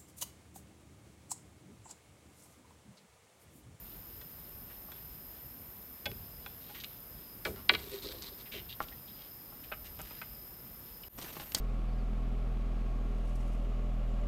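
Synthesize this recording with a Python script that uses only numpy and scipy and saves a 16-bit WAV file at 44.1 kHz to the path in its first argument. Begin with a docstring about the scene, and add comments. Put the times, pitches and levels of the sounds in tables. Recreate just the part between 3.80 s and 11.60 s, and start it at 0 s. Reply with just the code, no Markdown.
"""Pole work on a bamboo scaffold in a forest; insects hiss throughout as fluttering narrow-band noise over soft air.
A builder draws a pole from the stack (modal knocks, scuffs), swings it over and drops it (knocks, frame boom),
slides it home (stick-slip rasp and hollow groan), then lifts the next pole with more knocks.
Near the end the level drops abruptly and fades back; the cicadas are gone, the chorus is a little louder.
Last, deck knocks and a lashing strip that rustles (fine crackle) and snaps tight (decaying noise bursts)."""
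import sys
import numpy as np
from scipy import signal
from scipy.fft import rfft, irfft, next_fast_len
from scipy.io import wavfile
from scipy.ndimage import map_coordinates

SR = 44100
rng = np.random.default_rng(int(sys.argv[2]) if len(sys.argv) > 2 else 0)


def wrap_up_sound(samples):
    """Save the sound to the file named by the first command line argument, as 16-bit audio."""
    columns = np.atleast_2d(samples).T
    # keep every value between -1 and 1, then stretch to whole-number steps
    tamed = np.clip(columns, -1, 1)
    steps = np.round(tamed * 32767).astype(np.int16)
    wavfile.write(sys.argv[1], SR, steps)


N = 343980
TIME_S = np.arange(N) / SR
RING_S = np.arange(SR // 2) / SR

# forest air: frequency_hz, relative_density_db
AIR_COLOUR = [(20, -22.5), (45, 6.5), (70, -2), (120, -4), (200, -4.5), (350, -10), (600, -14),
              (1100, -16.5), (2000, -21), (3400, -25.5), (4500, -26.5), (8000, -29.5), (15000, -20.5)]
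AIR_LEVEL_DB = -53
# high insect chorus: centre_hz, half_width_hz, relative_density_db
CHORUS_BANDS = [(6960, 150, -19.5), (8750, 260, -21), (9170, 78, -14.5), (9650, 130, -16),
                (10160, 60, -18.5), (11520, 570, -12.5), (12650, 550, -4), (13500, 380, -2.5),
                (13900, 480, -5), (15100, 550, -32.5)]
CHORUS_LEVEL_DB, CHORUS_STEP_DB = -51.5, 1.7  # step up at the break
# cicadas: centre_hz, half_width_hz, start_level_db, growth_db_per_s, swell_db, first_crest_s
CICADAS = [(4970, 80, -74.5, 0.94, 4.5, .44), (5215, 97, -71.5, 0.65, 0.5, .65)]
CICADA_CYCLE_S = 0.996
# fade after the break: after_break_s, gain_db
BREAK_FADE = [(0, -25), (.016, -12.5), (.05, -6), (.1, -0.5)]
BREAK_S, LOW_PASS_HZ = 7.284, 15800

# brushing of hands and clothes
BRUSH_LEVEL_DB, BRUSH_HZ, BRUSH_OCTAVES = -72, 3300, 0.38
# crowded scaffold modes: frequency_hz, relative_density_db, t60_s
FRAME_MODES = [(40, -24, 0.46), (80, 12, 0.63), (140, -8, 0.55), (199, 4.5, 0.83), (270, -7.5, 0.3),
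               (374, 8.5, 0.29), (490, 6.5, 0.14), (630, 6, 0.14), (800, -3.5, 0.097), (1500, -39.5, 0.28)]
# lowest frame sway: frequency_hz, relative_level_db, t60_s
FRAME_SWAY = (67, -8, 0.99)
# blows that shake the frame: start_s, level_db, tilt_db_per_octave
THUDS = [(2.257, -35.5, -1.5), (3.653, -33, 3.5), (3.691, -42, -1.5), (3.901, -32.5, 3.5),
         (4.325, -43.5, 2), (4.735, -41, 0), (5.004, -47, -6), (5.92, -55, -4.5), (7.749, -53, 5)]

# modes of the laid deck, hollow and damped: frequency_hz, relative_level_db, t60_s
DECK_MODES = [(368, -17.5, 0.078), (477, -26, .08), (640, -9.5, 0.073), (823, -2, 0.045), (1090, -2, 0.062),
              (1166, -4, 0.06), (1370, -2, 0.049), (1640, -18, 0.049), (1830, -8, .04), (2100, -16, .03),
              (2900, -11, 0.059)]
# modes of the stacked poles and rails: frequency_hz, relative_level_db, t60_s
STACK_MODES = [(566, -3, 0.073), (820, 4, 0.057), (1000, -9, 0.12), (1430, -3, 0.044), (1540, 0, 0.042),
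               (1880, 0.5, 0.033), (2176, -4, 0.075), (2430, 2, 0.034), (2610, 1, 0.051), (2830, -45, .05),
               (2980, -6, 0.068), (3385, 6, 0.054), (3770, -13, .04), (4100, 1, 0.021), (4760, -14, 0.032),
               (4900, -37, .03)]
# modes of the next pole, still upright: frequency_hz, relative_level_db, t60_s
NEXT_POLE_MODES = [(624, -13, 0.066), (800, -6, 0.033), (950, 0, 0.032), (1256, 4, 0.038), (1365, 0, 0.03),
                   (1537, 9, 0.027), (1830, 3, 0.024), (2090, 7, 0.037), (2310, 6, 0.036),
                   (2520, 16, 0.022), (2820, -8, 0.036), (2910, 7, 0.069), (3550, -27, .03),
                   (4400, -29.5, 0.027)]
# modes of the carried pole: frequency_hz, relative_level_db, t60_s
POLE_MODES = [(412, -22, .12), (590, -19, .1), (745, -20, .07), (974, -17, .07), (1155, -13, .08),
              (1276, -18, .08), (1490, -9, .07), (1700, -9, .068), (1900, -9, .07), (2070, -4, .042),
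              (2325, 1, .048), (2535, -8, .045), (2834, -4, .037), (3010, -8, .028), (3175, -9, .037),
              (3335, -5, .032), (3700, -7, .022), (3880, -6, .035), (4110, -9, .028), (4265, -12, .028),
              (4780, -13, .018), (4930, -15, .018)]
# blows on the deck: start_s, level_db, bass_db, treble_db, edge_db, chatter_s, chatter_to_blow_db
DECK_KNOCKS = [(1.085, -53.5, 12, -26, -22, 0.0046, 6), (3.761, -48.5, 2, 1, -8, 0.045, 11),
               (5.0035, -31.5, 3, -16, -33, 0.0094, -4.5), (5.722, -53.5, 9, -20, -22, 0.011, 4),
               (7.415, -51, -2, 13, -1, 0.0023, -1), (7.441, -50, 10, -5, -6, 0.0081, 4),
               (7.567, -44, 15, -10, -22, 0.0034, -4), (7.598, -43.5, 10, 5, -7, 0.0055, 2),
               (7.618, -49.5, 1, -3, -11, 0.0043, 4)]
# blows in the stack: start_s, level_db, bass_db, treble_db, edge_db, chatter_s, chatter_to_blow_db
STACK_KNOCKS = [(.412, -52.5, 1, 2, -2, 0.0071, 12), (1.117, -51, -6, -6, -5, 0.007, 6),
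                (2.2555, -32.5, -2, 4, -8, 0.0053, 5), (2.660, -44, -10, -6, -13, 0.0029, 22),
                (2.892, -49, 7, -7, -6, 0.015, 5)]
# blows on the next pole: start_s, level_db, bass_db, treble_db, edge_db, chatter_s, chatter_to_blow_db
NEXT_POLE_KNOCKS = [(5.9155, -42, 8, -15, -21, 0.0041, 3), (5.9205, -36.5, -2, -12, -33, 0.0095, 0.5),
                    (6.190, -43, 8, -12, -8, 0.012, 6), (6.307, -49, 16, -8, -18, 0.003, 0),
                    (6.4135, -41, -6, -11, -17, 0.0079, 15), (7.232, -51, 4, 13, -10, 0.0092, 15)]
# blows on the carried pole: start_s, level_db, bass_db, treble_db, edge_db, chatter_s, chatter_to_blow_db
POLE_KNOCKS = [(3.6475, -31, 0, -7, -16, 0.014, 10.5), (3.8885, -31.5, -22, -2, -23, 0.0016, -13),
               (3.8910, -17.5, -8.5, 0, -29.5, .004, -11.5), (3.9335, -35.5, 3, -1, -20, .002, -1.5),
               (3.9368, -37, -14, 4, -33, 0.0032, -12), (3.9445, -35, -9, 1, -18, 0.0026, 6),
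               (3.9476, -32.5, -10, 2, -20, 0.0037, -8)]

# scuffs of pole on pole: start_s, length_s, level_db, centre_hz, width_octaves
SCUFFS = [(0.899, 0.025, -59, 2000, 0.71), (1.141, 0.073, -66.5, 2500, 1), (2.8, 0.33, -63.5, 3750, 0.45),
          (2.944, 0.063, -52.5, 2600, 0.74), (2.999, 0.019, -49.5, 3920, 0.37),
          (3.037, 0.015, -42.5, 3360, 0.54), (4.656, 0.033, -57, 2650, 0.48),
          (4.716, 0.087, -47, 3020, 0.5), (4.889, 0.049, -49, 3520, 0.34), (5.011, 0.038, -54, 3430, 0.74),
          (5.115, 0.015, -55.5, 1990, 0.25), (5.271, 0.051, -61.5, 3750, 0.26),
          (5.838, 0.016, -55, 2970, .7), (6.041, 0.051, -56.5, 3330, 0.99), (6.229, 0.24, -60.5, 2980, 1)]
# snaps of fibre and strip: start_s, level_db, centre_hz, width_octaves, decay_s
SNAPS = [(2.3164, -50.5, 2720, 0.82, 0.00033), (4.423, -46.5, 5170, 0.6, 0.0032),
         (5.028, -55, 5000, 1.4, 0.0012), (5.0835, -53, 3680, 0.41, 0.0043),
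         (6.2163, -46.5, 8340, 0.94, 0.0013), (7.609, -54, 3500, 0.88, 0.004),
         (7.72, -46, 2870, 1.1, 0.0031), (7.7475, -31, 6200, 2.7, 0.00089),
         (7.7483, -28.5, 4600, 0.4, 0.0043), (7.784, -44, 7000, 1.8, 0.0037)]
# pulls on the lashing strip: start_s, length_s, start_level_db, easing_db_per_s
PULLS = [(7.371, 0.19, -47, -25), (7.565, 0.2, -49.5, -50), (7.744, .05, -37.5, -300)]
PULL_RISE_S, PULL_RELEASE_S = 0.008, 0.015
# colour of the strip's rustle: frequency_hz, relative_gain_db
RUSTLE_COLOUR = [(59, -27), (100, 0.5), (199, -0.5), (381, -15), (420, -6), (941, -10), (1870, -11.5),
                 (6340, -16.5), (7570, -19), (11000, -19), (14300, -54), (22000, -120)]
# shoves of the pole over the rails: start_s, length_s, rasp_db, bite_db, groan_db
SHOVES = [(3.975, .14, -50.5, -75, -53.5), (4.112, 0.083, -48.5, -60, -45.5),
          (4.216, .11, -47.5, -49, -45.5), (4.334, 0.074, -58, -60, -53), (4.414, 0.073, -51, -52, -60),
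          (4.519, 0.023, -61, -65, -49), (4.575, .04, -56, -59, -62)]
GRIP_S, EASE_DB_PER_S, LET_GO_S = 0.0067, -34, 0.014
BITE_HZ, BITE_OCTAVES = 4130, 0.2
# colour of the rasp: frequency_hz, relative_gain_db
RASP_COLOUR = [(500, -10), (1100, -0.5), (1700, -5), (2200, 0.5), (2800, -3), (3600, 6), (4400, 3.5),
               (5200, -2), (6300, -2.5), (7100, -6), (7700, -4), (9500, -7), (14000, -27)]
# air column of the sliding pole: frequency_hz, width_hz, relative_level_db
AIR_COLUMN = [(395.4, 11, 5.5), (413, 16, -4), (505, 35, -6)]


def amp(db):
    """Decibels to gain."""
    return 10 ** (np.asarray(db) / 20)


def evened(x):
    """Scales to rms 1."""
    return x / np.sqrt(np.mean(x ** 2) + 1e-20)


def burst(x, level_db):
    """Scales a short sound so that its energy equals 10 ms at the given level."""
    return amp(level_db) * x / np.sqrt(np.sum(x ** 2) / (SR / 100))


def read(points, hz):
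    """Interpolates (Hz, value) points on a log-frequency axis."""
    point_hz, value = np.transpose(points)
    return np.interp(np.log(hz + 1), np.log(point_hz), value)


def add(mix, start_s, sound):
    """Mixes a sound in at its start time."""
    part = mix[round(start_s * SR):][:len(sound)]
    part += sound[:len(part)]


def coloured(x, db_at):
    """Causal minimum-phase filter whose gain in dB is the given function of frequency."""
    size = next_fast_len(len(x) + 4096)
    hz = abs(np.fft.fftfreq(size, 1 / SR))
    log_gain = np.log(amp(db_at(hz)) + 1e-4)
    response = np.exp(np.conj(signal.hilbert(log_gain)))
    return np.fft.ifft(np.fft.fft(x, size) * response).real[:len(x)]


def hump(centre_hz, octaves):
    """A broad resonance, in dB over frequency."""
    return lambda hz: -40 * np.log10(1 + (np.log2((hz + 1) / centre_hz) / octaves) ** 2 / 4)


def shaded(x, db_at, size):
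    """Weights short-time spectra by a dB field over frequency (rows) and time (columns)."""
    overlap = size * 3 // 4
    hz, t, z = signal.stft(x, SR, nperseg=size, noverlap=overlap)
    weighted = z * amp(db_at(hz[:, None], t[None]))
    return signal.istft(weighted, SR, nperseg=size, noverlap=overlap)[1][:len(x)]


def patches(hz, t, width_hz, length_s):
    """Smooth random field over frequency and time, rms 1."""
    where = np.broadcast_arrays(hz / width_hz, t / length_s)
    return evened(map_coordinates(rng.standard_normal((512, 256)), where, order=1, mode="wrap"))


def drift(limit_hz):
    """Slow noise below the given rate, rms 1."""
    spectrum = rfft(rng.standard_normal(N))
    return evened(irfft(spectrum * (np.fft.rfftfreq(N, 1 / SR) < limit_hz), N))


def grains(size, per_s, spread_db):
    """Random stick-slip clicks of uneven strength, rms 1."""
    strength = amp(spread_db * np.minimum(rng.exponential(1, size), 4))
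    hits = rng.random(size) < per_s / SR
    return evened(strength * rng.standard_normal(size) * hits)


def stroke_of(start_s, length_s, level_db, rise_s, ease_db_per_s, release_s):
    """Gain of one push or pull: takes hold, changes steadily in dB, lets go."""
    t = np.maximum(TIME_S - start_s, 0)
    hold = amp(level_db + ease_db_per_s * np.minimum(t, length_s))
    release = np.exp(-np.minimum(np.maximum(t - length_s, 0) / release_s, 20))
    return (1 - np.exp(-t / rise_s)) * hold * release


def through_pole(x, ring_db):
    """Friction heard directly and through equally weighted modes of the pole wall."""
    ring = sum(amp(-60 * RING_S / t60_s) * np.sin(2 * np.pi * hz * RING_S) for hz, _, t60_s in POLE_MODES)
    return x + amp(ring_db) * signal.fftconvolve(x, ring / np.linalg.norm(ring))[:len(x)]


def air():
    """Soft noise, lumpy in the bass."""
    def lumpy(hz, t):
        return read(AIR_COLOUR, hz) + 3 * patches(hz, t, 64.2, 0.064) / (1 + (hz / 350) ** 2)

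    noise = shaded(rng.standard_normal(N), lumpy, size=2048)
    high_pass = signal.butter(3, 35, "high", fs=SR, output="sos")
    return evened(signal.sosfilt(high_pass, noise)) * amp(AIR_LEVEL_DB)


def insects(bands, flutter_db, flutter_hz):
    """Many insects blur into narrow bands of fluttering hiss, rms 1."""
    hz = np.fft.rfftfreq(N, 1 / SR)
    power = sum(amp(db) ** 2 * np.exp(-((hz - centre_hz) / width_hz) ** 2) for centre_hz, width_hz, db in bands)
    hiss = irfft(rfft(rng.standard_normal(N)) * np.sqrt(power), N)
    return evened(hiss * amp(flutter_db * drift(flutter_hz)))


def chorus():
    """High insect hiss in which single callers stand out as thin lines."""
    hiss = insects(CHORUS_BANDS, flutter_db=0.2, flutter_hz=49)
    voices = shaded(hiss, lambda hz, t: 2.5 * patches(hz, t, 55, 0.8), size=2048)
    return evened(voices) * amp(CHORUS_LEVEL_DB + CHORUS_STEP_DB * (TIME_S >= BREAK_S))


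def cicadas():
    """Two narrow hisses swell about once a second and slowly grow, until the break."""
    out = np.zeros(N)
    for hz, width_hz, level_db, growth_db_per_s, swell_db, crest_s in CICADAS:
        swell = np.cos(2 * np.pi * (TIME_S - crest_s) / CICADA_CYCLE_S)
        gain = amp(level_db + growth_db_per_s * TIME_S + swell_db * swell)
        out += insects([(hz, width_hz, 0)], flutter_db=1.3, flutter_hz=25) * gain
    return out * (TIME_S < BREAK_S)


def trees(x, wet_db, t60_s):
    """Trunks and leaves scatter back a faint, dull tail."""
    taps = grains(len(RING_S), 2000, 0.35) * amp(-60 * RING_S / t60_s) * (RING_S > 0.008)
    colour = [(500, -5.5), (2000, -14), (5000, -11), (12000, -20)]
    tail = coloured(taps, lambda hz: read(colour, hz))
    return x + amp(wet_db) * signal.fftconvolve(x, tail / np.linalg.norm(tail))[:N]


def brushing(swell_db=5, swell_hz=5):
    """Hands and clothes brush the poles: faint slips whose level swells at random."""
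    slips = coloured(grains(N, 2500, spread_db=1.5), hump(BRUSH_HZ, BRUSH_OCTAVES))
    return amp(BRUSH_LEVEL_DB) * evened(slips * amp(swell_db * drift(swell_hz)))


def frame(rise_s=0.015):
    """Blows spread into the lashed frame: a blurred boom with frequency-dependent decay, over a low sway."""
    modes = np.array(FRAME_MODES)
    colour, t60_s = modes[:, :2], modes[:, ::2]
    sway_hz, sway_db, sway_t60_s = FRAME_SWAY
    sway = amp(-60 * RING_S / sway_t60_s) * np.sin(2 * np.pi * sway_hz * RING_S)
    out = np.zeros(N)
    for start_s, level_db, tilt_db in THUDS:
        def dying(hz, t):
            return read(colour, hz) + tilt_db * np.log2(hz + 1) - 60 * t / read(t60_s, hz)

        boom = shaded(rng.standard_normal(len(RING_S)), dying, size=1024) * (1 - np.exp(-RING_S / rise_s))
        add(out, start_s, burst(boom, level_db) + burst(sway, level_db + sway_db - tilt_db))
    return out


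def snaps():
    """Fibres let go in a sharp, quickly dying crack."""
    out = np.zeros(N)
    for start_s, level_db, centre_hz, octaves, decay_s in SNAPS:
        crack = rng.standard_normal(len(RING_S)) * np.exp(-RING_S / decay_s)
        add(out, start_s, burst(coloured(crack, hump(centre_hz, octaves)), level_db))
    return out


def lashing(patchy_db=2.0):
    """Hands draw the strip round the poles: clumps of fine crackle."""
    def colour(hz, t):
        return read(RUSTLE_COLOUR, hz) + patchy_db * patches(hz, t, 540, 0.019)

    crackle = grains(N, 7000, spread_db=0.6) * amp(2.3 * drift(50))
    rustle = evened(shaded(crackle, colour, size=256))
    pulls = sum(stroke_of(start_s, length_s, level_db, PULL_RISE_S, ease_db_per_s, PULL_RELEASE_S)
                for start_s, length_s, level_db, ease_db_per_s in PULLS)
    return rustle * pulls


def scuffs():
    """Short runs of slips that start fast and ease off."""
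    out = np.zeros(N)
    for start_s, length_s, level_db, centre_hz, octaves in SCUFFS:
        stroke = (1 - np.exp(-RING_S / (0.023 * length_s))) * np.exp(-(RING_S / length_s) ** 4)
        slips = through_pole(grains(len(RING_S), 1800, spread_db=0) * stroke, ring_db=-6)
        scuff = burst(coloured(slips, hump(centre_hz, octaves)), level_db)
        add(out, start_s, scuff * np.sqrt(length_s / 0.0097))  # energy grows with length
    return out


def slide(patchy_db=2.0, judder_db=2.5, arch=0.54):
    """Slips rasp in a colour that shifts with the contact and drive a hollow groan, loudest in mid-shove."""
    def colour(hz, t):
        return read(RASP_COLOUR, hz) + patchy_db * patches(hz, t, 357, 0.01)

    slips = grains(N, 3000, spread_db=3)
    rasp = evened(shaded(through_pole(slips, ring_db=-10.5), colour, size=256))
    # a hard edge bites in one narrow band
    bite = evened(coloured(grains(N, 1400, spread_db=2.5), hump(BITE_HZ, BITE_OCTAVES)))
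    hollow = sum(amp(db) * width_hz * np.exp(-np.pi * width_hz * RING_S) * np.sin(2 * np.pi * hz * RING_S)
                 for hz, width_hz, db in AIR_COLUMN)
    groan = evened(signal.fftconvolve(slips, hollow)[:N] * amp(judder_db * drift(40)))
    out = np.zeros(N)
    for start_s, length_s, rasp_db, bite_db, groan_db in SHOVES:
        pressure = stroke_of(start_s, length_s, 0, GRIP_S, EASE_DB_PER_S, LET_GO_S)
        speed = abs(np.sin(np.pi * np.clip((TIME_S - start_s) / length_s, 0, 1))) ** arch
        out += pressure * (amp(rasp_db) * rasp + amp(bite_db) * bite)
        out += speed * amp(groan_db) * groan
    return out


def knocks(rows, modes, travel_at_1khz_s, click_db, chatter_per_s):
    """A blow and its chatter ring the modes; bending waves bring the treble first and the bass later."""
    size = len(RING_S)
    ring = sum(amp(db - 60 * RING_S / t60_s) * np.cos(2 * np.pi * hz * RING_S) for hz, db, t60_s in modes)
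    ring[0] += amp(click_db)
    hz = np.fft.rfftfreq(2 * size, 1 / SR)
    bending = np.exp(-4j * np.pi * travel_at_1khz_s * np.sqrt(1000 * hz))  # delay falls as 1 / sqrt(Hz)
    ring = irfft(rfft(ring, 2 * size) * bending)[:size]
    out = np.zeros(N)
    for start_s, level_db, bass_db, treble_db, edge_db, chatter_s, chatter_db in rows:
        contact = grains(size, chatter_per_s, 0.67) * np.exp(-RING_S / chatter_s)
        contact *= amp(chatter_db) / (np.linalg.norm(contact) + 1e-9)
        contact[0] += 1
        tone = [(400, bass_db), (1400, 0), (3000, treble_db), (4500, treble_db),
                (6500, edge_db), (15000, edge_db - 6)]
        struck = signal.fftconvolve(contact, ring)[:size]
        add(out, start_s, burst(coloured(struck, lambda f: read(tone, f)), level_db))
    return out


def scene():
    """All the work on the scaffold, set in the forest."""
    forest = air() + chorus() + cicadas()
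    work = brushing() + frame() + snaps() + lashing() + scuffs() + slide()
    work += knocks(DECK_KNOCKS, DECK_MODES, travel_at_1khz_s=0.001016, click_db=28, chatter_per_s=1800)
    work += knocks(STACK_KNOCKS, STACK_MODES, travel_at_1khz_s=0.0031, click_db=29.5, chatter_per_s=1500)
    work += knocks(NEXT_POLE_KNOCKS, NEXT_POLE_MODES, travel_at_1khz_s=0.003, click_db=25.5, chatter_per_s=1500)
    work += knocks(POLE_KNOCKS, POLE_MODES, travel_at_1khz_s=0.007, click_db=25.5, chatter_per_s=1500)
    return (trees(work, wet_db=-21, t60_s=0.4) + forest)[None]


def record(dry):
    """The level drops at the break and fades back; then a linear-phase low-pass."""
    fade_db = np.interp(TIME_S - BREAK_S, *np.transpose(BREAK_FADE)) * (TIME_S >= BREAK_S)
    low_pass = signal.firwin(511, LOW_PASS_HZ, window=("kaiser", 9), fs=SR)
    return signal.oaconvolve(dry * amp(fade_db), low_pass[None], "same")


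dry = scene()
out = record(dry)
wrap_up_sound(out)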